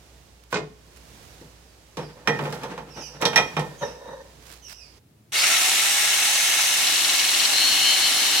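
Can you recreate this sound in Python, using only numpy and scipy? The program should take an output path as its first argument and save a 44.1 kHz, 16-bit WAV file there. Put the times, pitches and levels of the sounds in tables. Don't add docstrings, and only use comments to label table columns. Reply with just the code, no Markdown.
import sys
import numpy as np
from scipy import signal
from scipy.fft import rfft, irfft, next_fast_len
from scipy.io import wavfile
from scipy.ndimage import map_coordinates

SR = 44100
rng = np.random.default_rng(int(sys.argv[2]) if len(sys.argv) > 2 else 0)


def bounce(signal):
    frames = np.transpose(np.atleast_2d(signal))
    limited = np.clip(frames, -1, 1)
    pcm = np.round(limited * 32767).astype(np.int16)
    wavfile.write(sys.argv[1], SR, pcm)


N = 370440

# (frequency [Hz], density [dB])
YARD_AIR = [(25, -27), (55, -6.5), (100, -8.5), (145, -9), (200, -15.5), (463, -15), (1290, -23),
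            (6000, -25.5), (12500, -35), (16000, -37)]
BENCH_AIR = [(25, -45), (110, -17), (1000, -42.5), (16000, -51.5)]
SCUFF_COLOUR = [(400, -11.5), (1500, -5.0), (6000, -7.5), (15000, -15.5)]
# (frequency [Hz], level [dB])
HUM_TONES = [(59.2, -56.5)]
# (frequency [Hz], left-right likeness [0-1])
AIR_IMAGE = [(240, 0.94), (950, 0.13), (4000, 0.039)]
BLOW_IMAGE = [(200, 1), (1000, 0.77), (5000, 0.099)]
TOOL_IMAGE = [(380, 0.99), (950, 0.46), (2400, 0.52), (6000, 0.097)]
# (time [s], length [s], level [dB])
SCUFF_STROKES = [(0.439, 0.0067, -48), (0.521, 0.025, -43), (0.971, 0.016, -52), (1.248, 0.37, -57.5),
                 (2.495, 0.33, -50.5), (3.222, 0.018, -34), (4.46, 0.0088, -56), (4.505, 0.15, -48),
                 (4.713, 0.056, -43.5)]

# (time [s],
# knock [dB], clang [dB], clink [dB], brightest ring [Hz])
DRUM_JOLTS = [(0.527, -22.5, -20.5, -32, 1210), (0.542, -29, -22.5, -27.5, 1500),
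              (0.557, -24.5, -22.5, -36, 2250), (0.570, -34, -44, -33, 1000)]
AXLE_BLOWS = [(1.412, -40.5, -50.5, -53.5, 140), (1.970, -27, -29.5, -36, 1000),
              (2.274, -19.5, -13, -22.5, 1930), (2.39, -24.5, -24, -42, 1107),
              (2.454, -28, -28.5, -44.5, 900), (2.525, -33, -29, -34.5, 1490),
              (2.634, -32.5, -27.5, -37.5, 1110), (2.778, -36, -30, -45, 1010),
              (3.221, -26.5, -18, -27.5, 1093), (3.253, -22, -17, -14, 4360),
              (3.331, -36, -24.5, -36, 2800), (3.359, -28, -8.5, -11, 1920), (3.375, -25, -9, -17, 2596),
              (3.567, -21, -18, -33, 895), (3.593, -37, -29.5, -32.5, 2500), (4.075, -42, -44, -58, 1500)]
# (frequency [Hz], relative level [dB], t60 [s])
DRUM_MODES = [(428, -8, 0.44), (495, -3, 0.38), (1062, -3.5, 0.11), (1500, 2, 0.045), (1825, -22, 0.35),
              (2114, -11, 0.13), (2487, -4, 0.069), (4880, -14, 0.03)]
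PLATE_MODES = [(1026, -17, 0.11), (1295, -1, 0.24), (1830, 0, 0.37), (1856, -6, 0.16), (1950, 0, 0.22),
               (2420, 6.5, 0.11), (2460, -6, 0.39), (3230, -0.5, 0.19), (3734, -7.5, 0.068),
               (5616, 5, 0.112)]
# (frequency [Hz], density [dB])
CLANK_COLOUR = [(41, -58), (70, -20.5), (145, -8), (500, -6.5), (892, -7.5), (1610, -11), (2500, -15),
                (5750, -25), (16000, -43)]
CRACK_COLOUR = [(300, -12.0), (2000, -8.0), (15000, -29.5)]
RUB_COLOUR = [(500, -3.5), (6000, -7.5)]
# (frequency [Hz], t60 [s])
CLANK_DECAY = [(130, 0.42), (500, 0.31), (1500, 0.15), (8000, 0.13)]
# (frequency [Hz], width [Hz], gain [dB])
HOUSING_PEAKS = [(148.4, 22, 7.5), (478.5, 45, 4), (883, 40, -8), (2046, 13, -7.5)]
SHAFT_PEAKS = [(488, 52, 5), (563, 67, 2.5), (940, 87, 0), (1814, 90, -6.5), (3760, 33, -5),
               (5970, 50, -11.5)]
# (time [s], length [s], starting pitch [Hz], level [dB])
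BIRD_CALLS = [(1.62, 0.12, 2900, -70), (2.0, 0.087, 2780, -55), (2.895, 0.079, 2880, -51),
              (2.943, 0.13, 3075, -44.5), (3.007, 0.081, 3160, -43), (3.778, 0.12, 3265, -46.5),
              (4.619, 0.11, 3110, -45.5), (4.741, 0.13, 3020, -50)]
# (harmonic [number], gain [dB])
BIRD_HARMONICS = [(1, -11.5), (2, -2.0), (3, -21.5), (4, -22.0)]
# (time [s], length [s], level [dB])
SHAFT_PULLS = [(1.962, 0.041, -30), (2.247, 0.54, -34), (2.951, 0.069, -34.5), (3.195, 0.073, -26.5),
               (3.806, 0.076, -25), (3.943, 0.286, -40.5)]

# (time from the switch [s], gain [0-1])
GEAR_SLACK = [(-0.008, 0.0026), (-0.01, 0.25), (.001, 0.84), (0.02, 0.46), (0.0036, 1)]
# (frequency [Hz], density [dB])
FAN_COLOUR = [(35, -57), (60, -40), (136, -29), (822, -7.5), (1200, -8), (2050, -3), (2800, -.5),
              (5090, -5.5), (6140, -2.5), (10000, -7), (16000, -19)]
GRIT_COLOUR = [(200, 6.5), (15000, -1.5)]
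# (frequency [Hz], width [Hz], gain [dB])
GEARCASE_PEAKS = [(2006, 116, 3), (2870, 370, 1), (3900, 180, 6.5), (5570, 136, 8), (8150, 500, -11.5)]
GUARD_PEAKS = [(1314, 92, 6), (2180, 310, 3)]
# (order [x disc speed], level [dB], resonance [Hz], width [Hz], roughness [rad])
GEAR_TONES = [(4.016, -38.5, 650, 380, 0.4), (8.1, -39, 1670, 110, 0.37), (26.9, -37.5, 5400, 230, 0.58),
              (29.6, -29.5, 6210, 210, 0.39), (36.5, -20, 4500, 1700, 5.7), (41.1, -33.5, 8300, 980, 0.69),
              (58.2, -31, 11430, 570, .8)]
# (frequency [Hz], left minus right [dB])
TOOL_BALANCE = [(150, 1), (380, -2), (950, 0), (2380, 2.5), (5980, 2), (15000, -16)]
# (time [s], settling [s], pressure [0-1], speed [turns/s])
DISC_CONTACTS = [(6.66, 0.28, 0.43, 202), (7.526, 0.015, 0.48, 205.4), (7.948, .45, 0.68, 203)]
# (time [s], level [dB])
DISC_SKIPS = [(6.876, -19.5), (6.961, -19.5), (7.011, -22), (7.053, -19), (7.1, -19.5), (7.15, -21.5),
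              (7.198, -18.5), (7.25, -23.5), (7.293, -19.5), (7.35, -19), (7.402, -18.5), (7.433, -25.5),
              (7.453, -16.5)]
# (frequency [Hz], width [Hz], gain [dB])
SKIP_PEAKS = [(3050, 400, -5.5), (4290, 280, 1.5), (5560, 420, -6)]
GRIND_PEAKS = [(288, 68, -19), (993, 423, -19.5), (4050, 800, -6.5), (5780, 260, -7)]
# (frequency [Hz], width [Hz])
SQUEAL_MODES = [(2975, 170), (4216, 130)]
# (time [s], lower mode [dB], upper mode [dB])
SQUEAL_LEVELS = [(7.526, -37, -24.5), (7.58, -33, -21), (7.65, -27, -22.5), (7.79, -25.5, -27),
                 (7.92, -24.5, -22), (8.01, -32, -29), (8.055, -25.5, -21), (8.10, -30.5, -31),
                 (8.4, -30, -31)]
# (order [x disc speed], level [dB])
GROAN_TONES = [(3.76, -47), (7.519, -46.5)]

CLOSE_S, SWITCH_S = 5.0, 5.328
FREE_SPEED, KICK_SPEED = 211, 96


def amp(db):
    return 10 ** (np.asarray(db) / 20)


def unit(x):
    return x / np.sqrt(np.mean(x ** 2) + 1e-20)


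def along(points, hz):
    f, v = np.transpose(points)
    return np.interp(np.log(hz + 1), np.log(f + 1), v)


def clock():
    return np.arange(N) / SR


def wobble(rate):
    return map_coordinates(rng.standard_normal(int(N * rate / SR) + 4), [np.arange(N) * rate / SR])


def filtered(x, response):
    n = x.shape[-1]
    m = next_fast_len(n + 8192)
    return irfft(rfft(x, m) * response(np.fft.rfftfreq(m, 1 / SR)), m)[..., :n]


def resonate(x, peaks):
    return filtered(x, lambda f: sum((-1) ** k * amp(db) * 1j * f * w / (c * c - f * f + 1j * f * w)
                                     for k, (c, w, db) in enumerate(peaks)))


def band(x, lo_hz, hi_hz):
    return signal.sosfilt(signal.butter(3, [lo_hz, hi_hz], 'band', fs=SR, output='sos'), x)


def noise(colour, image, size=N):
    def mid_side(hz):
        spread = np.arccos(along(image, hz)) / 2
        return amp(along(colour, hz)) * [np.cos(spread), np.sin(spread)]
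    mid, side = filtered(rng.standard_normal((2, size)), mid_side)
    return unit(np.array([mid + side, mid - side]))


def pan(db):
    return amp([[db / 2], [-db / 2]])


def echo(x, t60, wet_db):
    t = np.arange(SR) / SR
    tail = rng.standard_normal((2, SR)) * amp(-60 * t / t60)
    wet = signal.fftconvolve(np.atleast_2d(x), tail / np.linalg.norm(tail[0]), axes=1)[:, :N]
    return x + amp(wet_db) * wet


def nearby(x, t60, wet_db):
    t = np.arange(SR // 40) / SR
    paths = rng.standard_normal((2, len(t))) * amp(-60 * t / t60) * (t > .001)
    wet = signal.fftconvolve(x, paths / np.linalg.norm(paths[0]), axes=1)[:, :N]
    return (x + amp(wet_db) * wet) / np.hypot(1, amp(wet_db))


def air():
    t = clock()
    far = np.clip((CLOSE_S - t) / 0.0203, 0, 1)
    hum = sum(amp(db + 0.62 * wobble(5.2)) * np.sqrt(2) * np.sin(2 * np.pi * hz * t + 0.27 * wobble(5))
              for hz, db in HUM_TONES)
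    yard = amp(-50 - 3.0 + 2.65 * wobble(3.1)) * noise(YARD_AIR, AIR_IMAGE) * pan(-5.0)
    return far * (yard + hum) + (1 - far) * amp(-57.0) * noise(BENCH_AIR, AIR_IMAGE)


def scuffs():
    strokes = sum(amp(db) * np.exp(-(2 * (clock() - s) / length) ** 2) for s, length, db in SCUFF_STROKES)
    return strokes * unit(noise(SCUFF_COLOUR, AIR_IMAGE) * amp(3.9 * wobble(300)))


def clank(modes, ring_db, hollow_db, bright_hz):
    t = np.arange(SR // 2) / SR
    focus_db = lambda f: 9.5 * np.exp(-(np.log2((f + 1) / bright_hz) / 0.41) ** 2)
    modes = [(f, db + focus_db(f), t60) for f, db, t60 in modes]
    hz, age, frames = signal.stft(noise(CLANK_COLOUR, BLOW_IMAGE, size=len(t)), SR, nperseg=256)
    decay = amp(focus_db(hz)[:, None] / 2 - 60 * age / along(CLANK_DECAY, hz)[:, None])
    dense = unit(signal.istft(frames * decay, SR)[1][:, :len(t)])
    ring = sum(amp(db + rng.normal(0, 1.0, (2, 1)) - 60 * t / t60)
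               * np.sin(2 * np.pi * f * t + rng.uniform(0, 2 * np.pi)) for f, db, t60 in modes)
    buzz = unit(resonate(dense, [(f, 70, db / 2 - along(CLANK_COLOUR, f)) for f, db, _ in modes]))
    steel = amp(ring_db) * (unit(ring) + amp(-6.0) * buzz)
    crack = amp(11.5) * np.exp(-t / 0.0026) * noise(CRACK_COLOUR, BLOW_IMAGE, size=len(t))
    hollow = amp(hollow_db) * unit(resonate(dense, HOUSING_PEAKS))
    return (crack + dense + steel + hollow) * (1 - np.exp(-t / 0.00012))


def blows(events, modes, ring_db, hollow_db, top_hz, heavy_db=-10.5, trim_db=-5.0):
    out = np.zeros((2, N + SR))
    for s, knock_db, clang_db, clink_db, bright_hz in events:
        woken_db = np.clip(clang_db - heavy_db, -15.5, 0)
        hit = clank(modes, ring_db + woken_db, hollow_db, bright_hz)
        layers = [(knock_db, 85, 700, 0.5), (clang_db, 700, 3500, -5), (clink_db, 3500, top_hz, -5)]
        for db, lo_hz, hi_hz, side_db in layers:
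            layer = band(hit, lo_hz, hi_hz) * pan(side_db)
            attack_rms = layer[:, :SR // 40].std()
            out[:, round(s * SR):][:, :hit.shape[1]] += amp(db + trim_db) * layer / attack_rms
    return out[:, :N]


def bird(fall_hz_per_s=6500):
    t, out = clock(), np.zeros(N)
    hoarse = 1 + .028 * wobble(900) + .015 * wobble(90)
    for s, length, first_hz, db in BIRD_CALLS:
        on = (t > s) & (t < s + length)
        age = t[on] - s
        phase = 2 * np.pi * np.cumsum((first_hz - fall_hz_per_s * age) * hoarse[on]) / SR
        voice = sum(amp(level) * np.sin(k * phase) for k, level in BIRD_HARMONICS)
        out[on] += amp(db) * np.sin(np.pi * age / length) ** .5 * voice
    return echo(out, t60=0.503, wet_db=4.0)


def pulling(attack_s=0.021, release_s=0.036, tire_db_per_s=3):
    effort = np.full(N, amp(-44.5))
    for s, length, db in SHAFT_PULLS:
        age = np.maximum(clock() - s, 0)
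        shape = np.minimum(age / attack_s, 1) * np.exp(-np.maximum(age - length, 0) / release_s)
        effort = np.maximum(effort, shape * amp(db - tire_db_per_s * age))
    return effort


def half_shaft():
    catches = amp(4.5 * wobble(35))
    slips = noise(CLANK_COLOUR, BLOW_IMAGE) * catches
    tube = unit(unit(resonate(slips, HOUSING_PEAKS)) + unit(slips))
    rub = noise(RUB_COLOUR, BLOW_IMAGE) * amp(2.6 * wobble(70) + 4.6 * wobble(18))
    shaft = unit(resonate(rub, SHAFT_PEAKS))
    drawn = np.interp(clock(), [3.6, 4.1], [.25, .9])
    moving = np.interp(clock(), [1.96, 2, 4.28, 4.36], [0, 1, 1, 0])
    return moving * pulling() * pan(-1.1) * ((1 - drawn) * tube + drawn * shaft)


def drive(spin_up_s=.17, settle_s=.33, slow_share=.33, inertia_s=.06):
    t, pressure, aim = clock(), np.zeros(N), np.full(N, float(FREE_SPEED))
    for s, ramp_s, firmness, loaded_speed in DISC_CONTACTS:
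        on = np.clip((t - s) / ramp_s, 0, 1)
        pressure += on * (firmness - pressure)
        aim += on * (loaded_speed - aim)
    lag = np.exp(-1 / (inertia_s * SR))
    sag = signal.lfilter([1 - lag], [1, -lag], FREE_SPEED - aim)
    age = np.maximum(t - SWITCH_S, 0)
    shortfall = (1 - slow_share) * np.exp(-age / spin_up_s) + slow_share * np.exp(-age / settle_s)
    return FREE_SPEED - (FREE_SPEED - KICK_SPEED) * shortfall - sag, pressure


def grinder(first_gain=0.29, build_s=0.067):
    speed, pressure = drive()
    turns = np.cumsum(speed * (1 + 0.00069 * wobble(40))) / SR
    age = clock() - SWITCH_S
    slack = np.interp(age, *np.transpose(GEAR_SLACK))
    swell = slack * (1 - (1 - first_gain) * np.exp(-np.maximum(age, 0) / build_s))
    sides = lambda hz: amp(np.outer([.5, -.5], along(TOOL_BALANCE, hz)))
    tool = motor(turns, speed, pressure) + (disc(turns, pressure) + screech(turns, speed)) * pan(2.9)
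    return swell * filtered(tool, lambda hz: sides(hz) / np.sqrt(np.mean(sides(hz) ** 2, axis=0)))


def motor(turns, speed, pressure):
    strain = np.exp(-np.abs(clock() - SWITCH_S) / 0.25)
    one_turn = irfft(np.exp(2j * np.pi * rng.random(65)), 512)
    looped = np.interp(turns, np.arange(512) / 512, one_turn, period=1)
    whirr = unit(filtered(looped, lambda hz: amp(along(FAN_COLOUR, hz))))
    fan = unit(noise(FAN_COLOUR, TOOL_IMAGE) * amp((1.65 + 2.0 * strain) * wobble(1400)))
    flow = nearby(fan + amp(-12.5 + 3 * strain) * whirr, t60=0.032, wet_db=-4.5)
    flow += amp(-8.0) * unit(resonate(noise(FAN_COLOUR, TOOL_IMAGE), GEARCASE_PEAKS))
    body = filtered(flow, lambda hz: 1 / (1 + (hz / 5500) ** 4))
    fizz = flow - body
    rush = amp(1.5 * strain - 2.5 * pressure) * (amp(-23) * unit(body) + amp(-24.5) * unit(fizz))
    shaken = amp(-27) * strain + amp(-35) * np.maximum(1 - 2 * pressure, 0)
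    guard = shaken * unit(resonate(noise(FAN_COLOUR, TOOL_IMAGE) * amp(3.9 * wobble(55)), GUARD_PEAKS))
    return rush + guard + whine(turns, speed, pressure)


def whine(turns, speed, pressure):
    out = np.zeros((2, N))
    for order, db, hz, width, rough in GEAR_TONES:
        swell = 1 / (1 + (2 * (order * speed - hz) / width) ** 2)
        level = swell * amp(db - pressure * order / 2 + 1.9 * np.array([wobble(10), wobble(16)]))
        out += level * np.sin(2 * np.pi * order * turns + rough * wobble(300))
    return amp(-10.5 * pressure) * out


def disc(turns, pressure, skip_s=0.018):
    turn_starts = np.flatnonzero(np.diff(np.floor(turns)))
    strikes = np.bincount(turn_starts, amp(rng.normal(0, 3.1, len(turn_starts))), N)
    grit = noise(GRIT_COLOUR, TOOL_IMAGE) * amp(3.5 * np.cos(2 * np.pi * turns))
    scrape = lambda peaks: unit(unit(resonate(strikes, peaks)) + amp(6.0) * unit(resonate(grit, peaks)))
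    skips = sum(amp(db) * np.exp(-(2 * (clock() - s) / skip_s) ** 2) for s, db in DISC_SKIPS)
    return skips * scrape(SKIP_PEAKS) + amp(-22.5) * pressure * scrape(GRIND_PEAKS)


def screech(turns, speed, attack_s=.008):
    def tone(order):
        flutter = amp(2.5 * wobble(18))
        return flutter * np.sin(2 * np.pi * order * turns + .45 * wobble(45) + .3 * wobble(500))
    times, *levels = np.transpose(SQUEAL_LEVELS)
    loaded_speed = speed[round(times[0] * SR):].mean()
    out = sum(amp(db) * tone(order) for order, db in GROAN_TONES)
    for (hz, width), db in zip(SQUEAL_MODES, levels):
        orders = int(hz / FREE_SPEED) + np.arange(-1, 3)
        locked = unit(sum(tone(k) / (1 + (2 * (k * loaded_speed - hz) / width) ** 2) for k in orders))
        rasp = unit(resonate(rng.standard_normal((2, N)), [(hz, 2 * width, 0)]))
        out = out + amp(np.interp(clock(), times, db)) * unit(locked + amp(-7) * rasp)
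    return out * np.clip((clock() - times[0]) / attack_s, 0, 1)


def scene():
    drum = blows(DRUM_JOLTS, DRUM_MODES, ring_db=12.0, hollow_db=-4.0, top_hz=7950)
    axle = blows(AXLE_BLOWS, PLATE_MODES, ring_db=1.5, hollow_db=7.0, top_hz=15000) + half_shaft()
    work = filtered(drum + axle, lambda hz: np.exp(np.outer([-1, 1], 1j * np.pi * hz * 1e-4)))
    yard = echo(work, t60=0.43, wet_db=-12.5) + (scuffs() + bird()) * pan(-10.5)
    return yard * np.clip((CLOSE_S - clock()) / 0.023, 0, 1) + air() + grinder()


def record(dry):
    return filtered(dry, lambda hz: hz ** 2 / np.hypot(hz ** 2, 33 ** 2) * (hz < 16000))


dry = scene()
out = record(dry)
bounce(out)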